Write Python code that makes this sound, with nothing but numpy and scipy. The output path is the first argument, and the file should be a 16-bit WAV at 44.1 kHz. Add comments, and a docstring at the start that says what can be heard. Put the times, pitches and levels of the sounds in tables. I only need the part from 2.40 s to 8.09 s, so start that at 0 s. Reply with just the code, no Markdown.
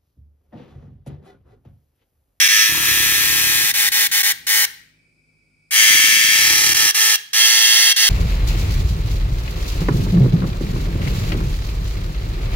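"""A cicada held between finger and thumb buzzes harshly, close to a pair of microphones in a small room.
Two ribbed tymbals buckle in and out about 108 times a second and ring its hollow body; the grip sets the colour.
Three runs of wing beats against the hand, the last two nearly joined, add puffs of air and scuffs.
Behind it lie the short diffuse tail of the room, a low hum, room air and the steady hiss of far night insects."""
import sys
import numpy as np
from scipy import signal
from scipy.fft import rfft, irfft
from scipy.io import wavfile
from scipy.ndimage import uniform_filter1d

SR = 44100
rng = np.random.default_rng(int(sys.argv[2]) if len(sys.argv) > 2 else 0)


def unload_wav(signal):
    """Save mono or channel-first audio to the path in sys.argv[1] as 16-bit WAV at rate SR, clipped to [-1, 1]."""
    wavfile.write(
        sys.argv[1],
        SR,
        np.round(np.clip(np.atleast_2d(signal).T, -1, 1) * 32767).astype(np.int16),
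    )


N = 250929
TIME = np.arange(N) / SR  # s
FFT_SIZE = 16384
GRID = np.maximum(np.arange(FFT_SIZE // 2 + 1) * SR / FFT_SIZE, 1)  # Hz

# each buzz [start t/s, end t/s, settled tymbal cycle rate f/Hz]
BUZZES = [(0, .078, 107), (.085, 1.316, 107.3), (1.339, 1.49, 107), (1.518, 1.672, 107.4),
          (1.715, 1.819, 107.4), (1.831, 1.922, 107.8), (2.068, 2.254, 108.2), (3.309, 4.336, 108.6),
          (4.345, 4.512, 108.6), (4.545, 4.761, 109.2), (4.932, 5.527, 110.6), (5.563, 5.69, 109.6)]
# the hold [t/s, power share with belly free, share with belly under the thumb, share turned belly up]
GRIP = [(0, 0.69, 0.091, 0.021), (.24, 0.66, 0.15, 0), (.33, 0.042, 0.79, 0), (.6, 0.023, 0.77, 0.001),
        (1.3, 0.012, 0.9, 0.002), (3.3, 0.19, 0.39, 0.017), (3.39, 0.99, 0.07, 0.0017), (3.9, 1, 0.013, 0),
        (4.2, 0.11, 0.03, 0.6), (4.7, 0.0024, 0.15, 0.67), (5.1, 0.1, 0, 0.88)]
# broad colour of a click with the belly free, under the thumb, turned up [f/Hz, level/dB per Hz];
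# the outermost rows are not used
FREE = [(350, -65), (600, -33.5), (854, -42.5), (1270, -18.5), (1590, -10.5), (1750, 1), (2210, 2),
        (2400, -6), (3230, -3.5), (4130, -12.5), (5060, -11), (5870, -6.5), (7500, -16), (15400, -18)]
COVERED = [(350, -63), (600, -29), (843, -15), (1020, -21), (1270, -9.5), (1490, -12), (1750, -1),
           (2040, -5), (3650, -6.5), (4420, -12.5), (5560, -8.5), (8140, -11), (9320, -9), (15400, -10)]
TURNED = [(350, -64), (600, -47), (866, -11), (1050, -18), (1550, -6), (1830, -0.5), (2430, -6), (3230, -1),
          (4540, -3), (4860, -4), (6200, -4.5), (7200, -7.5), (10100, -10), (15400, -14)]
# body resonances in the same three grips [f/Hz, width/Hz, lift/dB]
FREE_BODY = [(215, 68, 9), (428.8, 120, -4.5), (1730, 180, -2.5), (2280, 110, -0.5), (2480, 130, -5.5),
             (3170, 140, 4.5), (3900, 400, -1.5), (4750, 190, 3.5), (5280, 300, -7), (5550, 1600, 4),
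             (9900, 2500, 1), (13400, 900, -7.5)]
COVERED_BODY = [(430, 130, 1.5), (904, 21, -9.5), (1350, 150, 0), (1820, 130, 2), (2690, 270, 4.5),
                (2890, 180, -7), (4120, 84, 7), (8400, 200, 0), (9410, 280, 7.5), (10510, 700, -3),
                (11860, 700, 4.5)]
TURNED_BODY = [(450, 70, 5.5), (1420, 27, -6), (1850, 220, 1.5), (2130, 100, 2.5), (2752, 20, 11),
               (3216, 36, 12), (4050, 550, -2), (4630, 120, 5.5), (4730, 270, 1.5), (5680, 1000, 4.5),
               (10100, 650, 7), (13200, 700, 1)]
# the three grips [colour, resonances, left minus right level/dB]
HOLDS = [(FREE, FREE_BODY, -0.27), (COVERED, COVERED_BODY, .3), (TURNED, TURNED_BODY, -0.5)]
# low end of the buzz, alike in all grips [f/Hz, level/dB against its strongest range]
BUZZ_BASS = [(40, -37), (110, -39.5), (220, -38), (330, -25), (430, -24.5), (580, -34.5), (700, -36.5)]
# the four snaps of a cycle, each tymbal in and out
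# [place in the cycle 0-1, relative level/dB, mean gap between ribs t/ms, extra depth of the buckle level/dB]
SNAPS = [(0.0, -2, .42, -16.5), (0.249, -0.5, .5, 3.5), (.49, 0.5, .38, -14), (0.739, 1, .35, -3)]
# stereo balance of the buzz, added to that of the grip [f/Hz, left minus right level/dB]
BUZZ_BALANCE = [(60, 1.0), (99, -2.5), (160, -10), (270, -5.5), (450, 5.5), (740, -1.5), (1220, 0),
                (2010, 7), (3330, 0.5), (5500, -3.5), (9080, 2.5), (15000, -1.5)]
# settled buzz as the hand shifts, before the trim in scene() [t/s, level/dB]
BUZZ_LEVEL = [(0, -13.5), (.23, -14.5), (.31, -20), (.42, -19), (.48, -16.5), (1.28, -17.5), (1.4, -16),
              (2.25, -15.5), (3.42, -12.5), (4.15, -16), (4.7, -16), (5.2, -16), (5.69, -16)]
# wing beats, one table per bout [t/s, beat rate f/Hz]
WING_RATES = [
    [(.292, 36.4), (.5, 36.4), (.55, 33.4), (.83, 33.8), (.9, 35.3), (1.25, 35.3)],
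    [(3.504, 22.4), (3.67, 22.2), (3.79, 25), (3.86, 27), (3.975, 31)],
    [(3.989, 31), (4.06, 36), (4.2, 36.8), (4.48, 38)],
]
# colour of the puff of air, one table per bout [f/Hz, relative level/dB per Hz]
WING_PUFFS = [
    [(21, -48.5), (35, -13), (64, 0.5), (97, -2.5), (141, 1.5), (226, -13), (320, 0), (391, -12),
     (600, -25.5), (780, -44), (1320, -120)],
    [(21, -40), (35, -14), (102, 1), (189, -3.5), (294, 2), (386, -11), (435, -10), (600, -30), (780, -52),
     (1320, -120)],
    [(21, -41), (35, -13), (64, -1.5), (144, 0), (237, -12), (327, 0.5), (386, -5.5), (435, -10),
     (600, -14), (780, -46), (1320, -120)],
]
# each bout [level/dB before the trim in scene(), sag/dB per s,
# trough-to-peak chop of the buzz level/dB with the belly bare, lead of the chop/beats]
WING_BOUTS = [(-34, 5, 0, .2), (-38.5, 15, -0.3, .05), (-37.5, 2, 3.1, 0.064)]
# far insects [f/Hz, width/Hz, relative level/dB]
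NIGHT_CHORUS = [(2298, 110, -66), (2510, 83, -70), (1420, 120, -87), (4900, 770, -77.5),
                (8650, 2500, -79.5)]
# room hum before its swell [f/Hz, level/dB]
HUM = [(51.5, -74), (103, -74), (155, -70), (254, -76)]
# colour of the room air [f/Hz, relative level/dB per Hz]
AIR = [(25, -22), (50, -4.5), (150, -2.5), (300, -6.5), (500, -13.5), (900, -25), (2000, -29),
       (6000, -29.5), (15000, -42)]
# hum and air swell and sink together [t/s, level/dB]
HUM_SWELL = [(0, 11), (1.3, 16), (1.8, 9.5), (2.5, -0.5), (3.3, -2.5), (4.6, -4), (5.69, -8)]
# room decay [f/Hz, t60 t/s]
ROOM_T60 = [(200, 0.33), (1000, 0.44), (2200, 0.61), (5000, 0.46), (9000, 0.48), (15000, 0.3)]
# strength of the room's answer [f/Hz, relative level/dB]
ROOM_SEND = [(200, -14), (800, -10.5), (2000, -15), (5000, -15), (9000, -26), (15000, -9.5)]

# the muscles start slow, overshoot and settle with a dying swing, wander, then slow and weaken at the stop
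START_SLOW_HZ, START_S = 11.0, .02
SWING_HZ, SWING_PERIOD_S, SETTLE_S = 2.0, .125, .1
WANDER_HZ, WANDER_STEP_S = .6, .045
STOP_SLOW_HZ, STOP_S, STOP_WEAK_DB = 11.0, .02, 1.5
# a buzz swells in from further down the longer the rest: dB down after 1 s, power of the rest, time constant
SWELL_DB, SWELL_POWER, SWELL_S = 14, 0.38, 0.028
# a bout of wing beats fades in and out: dB down at its ends, time constant
WING_FADE_DB, WING_FADE_S = 1, 0.023
# taken off the bare belly's chop factor of 0.5 when the thumb covers it fully
THUMB_SHIELD = .35
CUTOFF_HZ = 15700


def from_db(db):
    """Decibels to gain."""
    return 10 ** (np.asarray(db) / 20)


def rms_one(x):
    """Scale to rms 1."""
    return x / np.sqrt(np.mean(x ** 2) + 1e-20)


def column(rows, index, at=TIME):
    """One column of a curve, read at the given times."""
    rows = np.array(rows)
    return np.interp(at, rows[:, 0], rows[:, index])


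def at_hz(points, hz):
    """A spectrum read on a log-frequency axis."""
    points = np.array(points)
    return np.interp(np.log(hz), np.log(points[:, 0]), points[:, 1])


def response(curve_db):
    """Causal, minimum-phase impulse response of a gain curve on GRID."""
    cepstrum = irfft(np.log(from_db(curve_db)))
    cepstrum[1:FFT_SIZE // 2] *= 2
    cepstrum[FFT_SIZE // 2 + 1:] = 0
    return irfft(np.exp(rfft(cepstrum)))[:FFT_SIZE // 2]


def through(x, impulse):
    """Pass a signal through an impulse response."""
    return signal.fftconvolve(x, impulse)[:N]


def filtered(x, order, hz, kind):
    """Pass a signal through a Butterworth filter."""
    return signal.sosfilt(signal.butter(order, hz, kind, fs=SR, output="sos"), x)


def clicks(times, sizes, order=4):
    """Band-limited clicks, placed between the samples."""
    fine = np.zeros(N * order)
    at = np.round(times * SR * order).astype(int)
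    inside = (at >= 0) & (at < len(fine))
    np.add.at(fine, at[inside], sizes[inside])
    return signal.resample_poly(fine, 1, order) * order


def cycle_times(rate_rows, start, end, place=0):
    """Moments at which a cycle of changing rate passes a given place."""
    t = np.arange(start, end, 1 / SR)
    turns = np.cumsum(column(rate_rows, index=1, at=t)) / SR
    return np.interp(np.arange(place, turns[-1], 1), turns, t)


def muscle_rate(start, end, rate):
    """Tymbal rate through one buzz as rows (t/s, f/Hz): an arch with a dying swing and a little wander."""
    age = np.linspace(0, end - start, num=400)
    slow_start = START_SLOW_HZ * np.exp(-age / START_S)
    slow_stop = STOP_SLOW_HZ * np.exp((age - age[-1]) / STOP_S)
    swing = SWING_HZ * np.exp(-age / SETTLE_S) * np.cos(2 * np.pi * age / SWING_PERIOD_S)
    steps = rng.standard_normal(size=100)
    wander = WANDER_HZ * np.interp(age / WANDER_STEP_S, np.arange(len(steps)), steps)
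    return np.column_stack([start + age, rate - (slow_start + slow_stop) - swing + wander])


def tymbals(jitter_ms, waver_ms, rib_spread, rib_jitter, uneven_db, rib_fall_db, deep_hz, count=4):
    """Every snap is a quick run of ribs buckling one after another, on average each weaker than the last."""
    out, rib = np.zeros(N), np.arange(count)
    # the muscles drift a little ahead or behind over the cycles
    knots = np.arange(0, N / SR, .02)
    waver = waver_ms * rng.standard_normal(len(knots))
    muscle = [(muscle_rate(start, end, rate), start, end) for start, end, rate in BUZZES]
    for place, snap_db, gap_ms, depth_db in SNAPS:
        snap = [cycle_times(rates, start, end, place % 1) for rates, start, end in muscle]
        snap = np.concatenate(snap)[:, None]
        slip, force, delay = rng.standard_normal((3, 1000, count))[:, :len(snap)]
        # the ribs lie unevenly, and keep nearly the same spacing from cycle to cycle
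        gaps = gap_ms * (1 + rib_spread * rng.standard_normal(count) + rib_jitter * slip)
        run_ms = np.cumsum(gaps, axis=1) - gaps[:, :1]
        late_ms = run_ms + jitter_ms * delay[:, :1] + np.interp(snap, knots, waver)
        times = snap + late_ms / 1000
        sizes = from_db(snap_db - rib_fall_db * rib + uneven_db * force)
        train = clicks(times.ravel(), sizes.ravel())
        # a deep buckle moves more air and so is fuller below the treble
        out += train + from_db(depth_db) * filtered(train, 1, deep_hz, "low")
    return rms_one(out)


def hand_scatter(scatter_db, t60, lowest_hz):
    """The direct click and a short spray of reflections off the fingers, which long waves bend around."""
    t = np.arange(FFT_SIZE // 8) / SR
    spray = rng.standard_normal(len(t)) * from_db(-60 * t / t60)
    spray = filtered(spray, 1, lowest_hz, "high")
    spray *= from_db(scatter_db) / np.linalg.norm(spray)
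    spray[0] += 1
    return spray


def shifting_scatter(x, turn_hz):
    """Reflections near one microphone; they shift slowly as the hand trembles."""
    first, second = (through(x, hand_scatter(scatter_db=-0.5, t60=0.023, lowest_hz=900)) - x
                     for pose in range(2))
    angle = 2 * np.pi * (turn_hz * TIME * rng.uniform(.6, 1.4) + rng.random())
    return x + np.cos(angle) * first + np.sin(angle) * second


def evened(pair, weight):
    """Flatten the broad colour of a stereo pulse train where heard, keep its harmonics, set the centre to rms 1."""
    mid_and_side = np.array([pair[0] + pair[1], pair[0] - pair[1]])
    mid, side = signal.welch(mid_and_side * weight, nperseg=FFT_SIZE)[1]
    power = uniform_filter1d(mid + side / 4, size=120)
    flatten = response(-10 * np.log10(power + 1e-15))
    pair = np.array([through(ear, flatten) for ear in pair])
    return pair * np.linalg.norm(weight) / (np.linalg.norm(pair.mean(axis=0) * weight) + 1e-20)


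def body(spectrum, resonances):
    """Gain curve in dB of the hollow abdomen in one grip: broad colour, shared bass and resonant peaks or dips."""
    fade_from, fade_to = BUZZ_BASS[-2][0], BUZZ_BASS[-1][0]
    above_bass = np.clip((GRID - fade_from) / (fade_to - fade_from), 0, 1)
    broad = above_bass * at_hz(spectrum[1:-1], GRID) + (1 - above_bass) * at_hz(BUZZ_BASS, GRID)
    return broad + sum(lift_db / (1 + (2 * (GRID - hz) / width) ** 2) for hz, width, lift_db in resonances)


def effort_db():
    """Each buzz swells to its settled level, holds it, and weakens just before it stops."""
    shortfall, last_end = np.zeros(N), 0
    for start, end, _ in BUZZES:
        since = TIME >= start
        t = np.minimum(TIME[since], end)
        rest = max(start - last_end, 0)
        swell = SWELL_DB * rest ** SWELL_POWER * np.exp((start - t) / SWELL_S)
        shortfall[since] = swell + STOP_WEAK_DB * np.exp((t - end) / STOP_S)
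        last_end = end
    return column(BUZZ_LEVEL, index=1) - shortfall


def buzz(level_db, right_lag_ms):
    """Rib clicks with a little crackle ring the body; effort sets the level, the grip the colour."""
    snaps = tymbals(jitter_ms=0.037, waver_ms=0.054, rib_spread=0.26, rib_jitter=0.089, uneven_db=1.28,
                    rib_fall_db=2.0, deep_hz=3205)
    # noise that follows the strength of the snaps
    envelope = np.sqrt(np.abs(uniform_filter1d(snaps ** 2, size=60)))
    crackle = from_db(-8.5) * envelope * rng.standard_normal((2, N))
    buzzing = sum((TIME > start) & (TIME < end) for start, end, _ in BUZZES)
    effort = from_db(effort_db() + level_db)
    out = np.zeros((2, N))
    for k, (spectrum, resonances, left_db) in enumerate(HOLDS):
        share = np.sqrt(np.clip(column(GRIP, index=k + 1), 0, 1))
        in_hand = through(snaps, hand_scatter(scatter_db=-7.0, t60=0.013, lowest_hz=594))
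        # each microphone also catches reflections of its own, and the right one hears later
        left, right = (shifting_scatter(in_hand, turn_hz=0.2) for ear in range(2))
        right = np.roll(right, round(right_lag_ms * SR / 1000))
        rough = np.array([left, right]) + np.diff(crackle, prepend=0)
        drive = evened(rough, share * buzzing) * effort * share
        tilt_db = (at_hz(BUZZ_BALANCE, GRID) + left_db) / 2
        body_db = body(spectrum, resonances)
        colours = np.array([response(body_db + side * tilt_db) for side in (1, -1)])
        colours /= np.linalg.norm(colours.mean(axis=0))
        out += [through(ear, colour) for ear, colour in zip(drive, colours)]
    return out


def room(x, build_s):
    """A diffuse tail for each side that builds up quickly and decays at its own pace in each band."""
    t = np.arange(2 * FFT_SIZE) / SR
    edges = np.geomspace(100, 16000, 9)
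    tail = np.zeros((2, len(t)))
    for low, high in zip(edges, edges[1:]):
        hz = np.sqrt(low * high)
        fade = from_db(-60 * t / at_hz(ROOM_T60, hz)) * (1 - np.exp(-t / build_s))
        noise = filtered(rng.standard_normal(tail.shape), 2, [low, high], "band")
        tail += noise * fade / np.linalg.norm(fade) * from_db(at_hz(ROOM_SEND, hz))
    return np.array([through(side, impulse) for side, impulse in zip(x, tail)])


def stereo_noise(curve_db, width):
    """Steady noise of a given colour: a centre of rms 1 and opposed sides of rms width."""
    mid, side = (rms_one(through(white, response(curve_db))) for white in rng.standard_normal((2, N)))
    return mid + width * side * np.array([[1], [-1]])


def night(air_db, chorus_db):
    """Room air as coloured noise, a low hum of sines, and far insects blurred into steady bands of noise."""
    power = sum(from_db(db) ** 2 / width / (1 + (2 * (GRID - hz) / width) ** 2) ** 2
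                for hz, width, db in NIGHT_CHORUS)
    chorus = from_db(chorus_db) * stereo_noise(10 * np.log10(power), width=.8)
    hum = sum(from_db(db) * np.sqrt(2) * np.sin(2 * np.pi * (hz * TIME + rng.random())) for hz, db in HUM)
    air = from_db(air_db) * stereo_noise(at_hz(AIR, GRID), width=.5)
    return (air + hum) * from_db(column(HUM_SWELL, index=1)) + chorus


def wing_effort_db(start, end, level_db, sag_db_per_s):
    """A bout of wing beats fades in, tires steadily and fades out."""
    t = np.clip(TIME, start, end)
    fades = np.exp((start - t) / WING_FADE_S) + np.exp((t - end) / WING_FADE_S)
    return level_db - sag_db_per_s * (t - start) - WING_FADE_DB * fades


def wings(level_db, backstroke_db, backstroke_place, uneven_db, jitter_ms, swirl_db, swirl_s, scuff_db):
    """Each beat throws a puff of air, a weaker one on the way back, and scuffs the fingers."""
    out = np.zeros((2, N))
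    for rates, (bout_db, sag_db_per_s, _, _), puff in zip(WING_RATES, WING_BOUTS, WING_PUFFS):
        start, end = rates[0][0], rates[-1][0]
        down = cycle_times(rates, start, end)
        back = cycle_times(rates, start, end, backstroke_place)
        times = np.concatenate([down, back])
        times = times + jitter_ms * rng.standard_normal(len(times)) / 1000
        sizes_db = np.repeat([0, backstroke_db], [len(down), len(back)])
        sizes_db = sizes_db + uneven_db * rng.standard_normal(len(times))
        beats = rms_one(clicks(times, from_db(sizes_db)))
        # eddies follow every stroke, different at each microphone
        dying = signal.lfilter([1], [1, -np.exp(-1 / (swirl_s * SR))], beats + 1e-18)
        swirl = rms_one(dying * rng.standard_normal((2, N)))
        colour = response(at_hz(puff, GRID))
        air = rms_one(np.array([through(beats + from_db(swirl_db) * eddies, colour) for eddies in swirl]))
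        scuff = rms_one(filtered(swirl, 1, [950, 1350], "band"))
        effort = from_db(wing_effort_db(start, end, bout_db, sag_db_per_s) + level_db)
        # rms 1 was taken over the whole length, so a short bout is scaled down
        out += effort * np.sqrt((end - start) * SR / N) * (air + from_db(scuff_db) * scuff)
    return out * from_db([[.4], [-.4]])  # slightly to the left


def wing_shadow():
    """Beating wings sweep across the tymbals and chop the buzz, less so while the thumb covers the belly."""
    chop_db = np.zeros(N)
    for rates, (_, _, depth_db, lead) in zip(WING_RATES, WING_BOUTS):
        beating = (TIME > rates[0][0]) & (TIME < rates[-1][0])
        turns = np.cumsum(column(rates, index=1) * beating) / SR
        chop_db += depth_db * np.cos(2 * np.pi * (turns + lead)) * beating
    return from_db(chop_db * (0.5 - THUMB_SHIELD * column(GRIP, index=2)))


def scene():
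    """The insect close by, the room around it, the night behind."""
    insect = buzz(level_db=0.24, right_lag_ms=.09) * wing_shadow()
    insect = insect + wings(level_db=-0.76, backstroke_db=-10.5, backstroke_place=0.469, uneven_db=0.85,
                            jitter_ms=0.24, swirl_db=-3.0, swirl_s=.008, scuff_db=-1)
    return insect + room(insect, build_s=0.0022) + night(air_db=-67.5, chorus_db=-66)


def record(dry):
    """The highest peaks are rounded and the top is cut."""
    top = 1.4
    rounded = top * np.tanh(dry / top)
    return signal.sosfilt(signal.ellip(12, .1, 80, CUTOFF_HZ, fs=SR, output="sos"), rounded)


dry = scene()
out = record(dry)
unload_wav(out)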